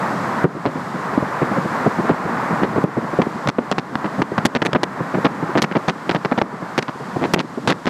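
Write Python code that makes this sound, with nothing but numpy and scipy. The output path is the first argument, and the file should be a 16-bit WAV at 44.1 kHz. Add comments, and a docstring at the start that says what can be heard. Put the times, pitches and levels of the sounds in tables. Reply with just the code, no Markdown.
"""Inside a car on an elevated highway, on one microphone exposed to the wind.
Puffs of air slap the microphone: soft ones thump, hard ones overload the diaphragm and crackle.
Behind them the cabin rumbles, tyres roar on the deck below and air hisses thinly past the window.
The loudest puffs make the recorder's limiter duck the road noise, which then swells back."""
import sys
import numpy as np
from scipy import signal
from scipy.fft import rfft, irfft, next_fast_len
from scipy.io import wavfile
from scipy.ndimage import uniform_filter1d, minimum_filter1d, map_coordinates

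SR = 44100
rng = np.random.default_rng(int(sys.argv[2]) if len(sys.argv) > 2 else 0)


def waveform_to_disk(signal):
    """Save audio, clipped to [-1, 1], as 16-bit WAV at the path in sys.argv[1]."""
    frames = np.transpose(np.atleast_2d(signal))
    scaled = np.clip(frames, -1, 1) * 32767
    samples = np.round(scaled).astype(np.int16)
    wavfile.write(sys.argv[1], SR, samples)


N = 347949


# Strong puffs, right on the microphone; a higher crackle corner is a sharper puff.
# start_s, length_s, peak_db (ahead of the recorder), corner_hz
STRONG_PUFFS = [(.442, 0.013, 10, 694), (.654, .022, 5, 1120), (1.176, 0.0066, -1, 560),
                (1.223, 0.0057, -7, 520), (1.416, .016, -5, 820), (1.562, 0.025, -8.5, 560),
                (1.862, .014, -1.5, 774), (1.985, 0.023, -8, 680), (2.093, .025, 1.5, 950),
                (2.507, .029, -7, 720), (2.632, 0.022, 1.5, 1070), (2.757, .027, -4, 834),
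                (2.840, 0.0078, 10.5, 740), (2.968, 0.02, -0.5, 650), (3.129, .012, -6, 780),
                (3.188, .015, 4.5, 740), (3.217, 0.0057, 1.5, 1450), (3.265, .007, -5, 550),
                (3.473, .006, 3, 2190), (3.486, 0.014, 11.5, 2150), (3.584, .007, 5, 900),
                (3.714, 0.012, 8, 1900), (3.782, 0.013, 10, 1950), (3.954, 0.0025, 4, 1370),
                (4.043, 0.021, -3, 1050), (4.218, 0.0071, 7, 1580), (4.318, 0.0064, -3, 560),
                (4.379, 0.0092, 4, 1410), (4.451, .014, 9, 2850), (4.550, 0.02, 12, 1660),
                (4.618, 0.0081, 6.5, 1450), (4.650, .019, 8, 2560), (4.731, 0.0018, 1, 1810),
                (4.749, 0.017, 8.5, 1120), (4.832, .005, 9, 2300), (5.004, 0.012, -6.5, 650),
                (5.140, .017, -2.5, 890), (5.172, 0.016, -5.5, 620), (5.246, .024, 5.5, 1200),
                (5.426, .012, -5.5, 650), (5.553, 0.014, 0, 940), (5.574, 0.023, 6.5, 1590),
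                (5.619, 0.017, 6.5, 3750), (5.639, 0.0075, 7, 1780), (5.713, .012, -3, 1250),
                (5.752, 0.021, 5, 1110), (5.880, 0.026, 5.5, 1770), (6.093, 0.0072, 2.5, 1650),
                (6.111, 0.0064, -1, 1550), (6.147, 0.02, 7, 1330), (6.248, 0.011, 6.5, 1550),
                (6.314, 0.016, 1.5, 1030), (6.377, .012, 3, 1300), (6.415, 0.0051, 11, 1430),
                (6.778, .016, 8.5, 2250), (6.823, 0.0064, -2.5, 2250), (6.881, 0.015, -3.5, 1290),
                (7.160, 0.0096, -7, 560), (7.213, .023, -7, 1000), (7.239, 0.022, 0, 1410),
                (7.336, .011, 11.5, 3050), (7.361, 0.025, 8, 1080), (7.387, 0.025, 5.5, 1950),
                (7.574, 0.01, -7, 580), (7.674, 0.0064, 8.5, 2520), (7.682, 0.028, 8.5, 2450),
                (7.712, 0.015, 3.5, 1550), (7.856, 0.0026, -2.5, 1550), (7.867, 0.018, 3.5, 1650)]

def wind():
    """Every puff, strong or soft, slaps the microphone in the same way."""
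    out = np.zeros(N + SR)
    for start_s, length_s, peak_db, corner_hz in [*STRONG_PUFFS, *soft_puffs()]:
        slap = amp(peak_db) * puff(max(length_s, .002), corner_hz)
        out[round(start_s * SR):][:len(slap)] += slap
    return out[:N]


# Air thumping on the microphone: frequency_hz, level_db
THUMP_SPECTRUM = [(20, -14), (50, -33), (90, -29.5), (140, 3.5), (240, 3.5), (380, -1.5), (600, -7.5),
                  (1200, -22), (2500, -43), (6000, -90)]
# Fine fizz of the overloaded diaphragm: frequency_hz, level_db
FIZZ_SPECTRUM = [(500, -21), (3000, 29), (7500, 16), (9500, -27), (15000, -21)]

def puff(length_s, corner_hz, rise_s=.00092, fall_s=.0039, tail_s=.03, tear_hz=1083):
    """One slap of air, peak 1: a low thump that tears into crackle as the diaphragm overloads."""
    t = np.arange(SR // 10) / SR
    after = np.maximum(t - length_s, 0)
    blow = np.minimum(t / rise_s, 1) * np.exp(-after / fall_s)
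    unit_in_blow = lambda x: x / np.sqrt(np.sum((x * blow) ** 2) / np.sum(blow ** 2))
    # the thump saturates softly and lingers a little after the blow
    swing = np.tanh(.48 * unit_in_blow(noise(THUMP_SPECTRUM, len(t))))
    linger = amp(-14) * np.minimum(t / length_s, 1) * np.exp(-after / tail_s)
    thump = unit_in_blow(swing) * np.maximum(blow, linger)
    # the crackle starts a moment after the air arrives and stops before it has gone
    late = np.maximum(t - .001, 0)
    dying = np.exp(-np.maximum(t - .95 * length_s, 0) / .0025)
    tearing = (late > 0) * dying * spits(late)
    sparks = tearing * np.sign(rng.standard_normal(len(t)))
    band = lambda hz: hz / np.hypot(hz, 600) / (1 + (hz / corner_hz) ** 2) ** 1.298
    roll_off = lambda hz: 1 / np.hypot(1, (hz / (4 * corner_hz)) ** 3)
    crackle = unit_in_blow(filtered(sparks, lambda hz: band(hz) * roll_off(hz)))
    # the sharper the crackle, the more fizz rides on its biggest spits
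    fizz_gain = amp(-19) * (corner_hz / 3000) ** 2
    fizz = fizz_gain * unit_in_blow(tearing ** 2 * noise(FIZZ_SPECTRUM, len(t)))
    # below tear_hz the crackle dies away steeply, so blunt puffs only thump
    crackle_db = -10 * np.log10(1 + (tear_hz / corner_hz) ** 6.6)
    slap = thump + amp(crackle_db) * (crackle + fizz)
    return slap / np.abs(slap).max()


def spits(t, interval_s=.0034, decay_s=.00097, floor=.048, scatter_db=7):
    """The crackle's envelope: sharp spits of uneven size and spacing, the first at once."""
    gaps, sizes = rng.uniform(-1, 1, size=(2, 60))
    start_s = np.cumsum(np.r_[0, interval_s * (1 + gaps[1:] / 2)])
    latest = np.searchsorted(start_s, t, side="right") - 1
    return floor + amp(scatter_db * sizes[latest]) * np.exp(-(t - start_s[latest]) / decay_s)


def soft_puffs(count=60, rate_hz=4.5, over_rumble_db=15.5, spread_db=3):
    """Rows for weak, blunt puffs: loosely spaced, rising and falling with the rumble."""
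    jitter, length, strength, sharpness = rng.uniform(-1, 1, size=(count, 4)).T
    start_s = (np.arange(count) + 2 + jitter) / rate_hz
    time_s, cabin_db, _ = np.transpose(ROAD_LEVELS)
    peak_db = np.interp(start_s, time_s, cabin_db) + over_rumble_db + spread_db * strength
    length_s = .0146 * 2 ** length
    corner_hz = 644 * 1.13 ** sharpness
    return np.transpose([start_s, length_s, peak_db, corner_hz])[start_s < N / SR]


# The road passing under the car, heard from inside: time_s, cabin_db, tyre_db
ROAD_LEVELS = [(0, -27.5, -21.5), (.6, -28, -24.5), (1.4, -27, -22.5), (2.3, -27, -21), (2.8, -23.5, -21.5),
               (3.4, -29, -25), (4.5, -25.5, -23), (5.4, -28.5, -22.8), (6, -31.5, -25.5),
               (6.599, -28, -24.8), (7, -36, -29), (7.2, -24.5, -28), (7.5, -31.5, -29), (7.89, -27, -29.5)]

def road():
    """Cabin rumble and tyre roar rise and fall with the road under the car."""
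    time_s, *levels = np.transpose(ROAD_LEVELS)
    cabin_db, tyre_db = [np.interp(np.arange(N) / SR, time_s, db) for db in levels]
    return cabin_rumble(cabin_db) + tyre_roar(tyre_db)


# Tyres on the deck, just below the cabin: frequency_hz, level_db
TYRE_SPECTRUM = [(200, -38), (450, -4.5), (750, -1.5), (1050, 1.5), (1400, -3.5), (1900, -8.5),
                 (2500, -20.5), (3200, -33), (6000, -47.5)]

def tyre_roar(level_db):
    """Rolling tyres make a midrange roar that wavers slightly."""
    return amp(level_db + 1.05 * wobble(12)) * noise(TYRE_SPECTRUM, N)


# The cabin, all around the microphone: frequency_hz, level_db
CABIN_SPECTRUM = [(25, -35), (55, -17), (90, -10), (130, 1.5), (190, 5), (260, 2), (380, -3.5), (600, -15),
                  (1200, -59)]

def cabin_rumble(level_db):
    """The cabin booms unevenly, and the eddies follow its level."""
    boom = amp(1.6 * wobble(8.8)) * noise(CABIN_SPECTRUM, N)
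    return amp(level_db) * (boom + eddies())


def eddies(relative_db=-6, swing_db=14):
    """Small eddies flutter on the microphone."""
    flutter = amp(swing_db * np.tanh(wobble(45) / 2))
    return amp(relative_db) * unit(flutter * noise(THUMP_SPECTRUM, N))


# Air at the window, faint in the background: frequency_hz, level_db
AIR_SPECTRUM = [(1000, -5), (2800, 1), (4800, -0.5), (6000, -4.5), (7700, -5), (9300, -13), (11500, -14),
                (15000, -29)]

def air_hiss(level_db=-42.5):
    """Air streams past the window in a thin, nearly steady hiss."""
    return amp(level_db + .45 * wobble(3.76)) * noise(AIR_SPECTRUM, N)


def amp(db):
    """Decibels to gain."""
    return 10 ** (np.asarray(db) / 20)


def unit(x):
    """x at rms 1."""
    return x / np.sqrt(np.mean(x ** 2) + 1e-20)


def filtered(x, response):
    """x through a filter whose gain is response(hz)."""
    size = next_fast_len(len(x) + 2048)
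    return irfft(rfft(x, size) * response(np.fft.rfftfreq(size, 1 / SR)), size)[:len(x)]


def noise(spectrum, size):
    """Noise of rms 1, shaped by (frequency_hz, level_db) points."""
    frequency_hz, level_db = np.transpose(spectrum)
    response = lambda hz: amp(np.interp(np.log(hz + 1), np.log(frequency_hz), level_db))
    return unit(filtered(rng.standard_normal(size), response))


def wobble(rate_hz):
    """A smooth random curve with rate_hz knots a second."""
    knots = rng.standard_normal(int(N * rate_hz / SR) + 4)
    return map_coordinates(knots, [np.arange(N) * rate_hz / SR])


def limiter(x, ceiling_db=-3, release_s=.5):
    """The recorder's gain drops at once under a peak, then creeps back."""
    reduction = 1 - np.minimum(1, amp(ceiling_db) / (np.abs(x) + 1e-9))
    fade = np.exp(-np.arange(N) / SR / release_s)
    gain = 1 - np.maximum.accumulate(reduction / fade) * fade
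    return x * uniform_filter1d(minimum_filter1d(gain, size=21), size=21)


def scene():
    """Road noise, hiss and wind meet at one microphone."""
    return (road() + air_hiss() + wind())[None]


def record(dry, low_cut_hz=85, top_hz=15300):
    """The recorder trims the deep bass, limits peaks and keeps nothing above its band edge."""
    low_cut = signal.butter(2, low_cut_hz, "highpass", fs=SR, output="sos")
    limited = limiter(signal.sosfilt(low_cut, dry[0]))
    return filtered(limited, lambda hz: hz < top_hz)[None]


dry = scene()
out = record(dry)
waveform_to_disk(out)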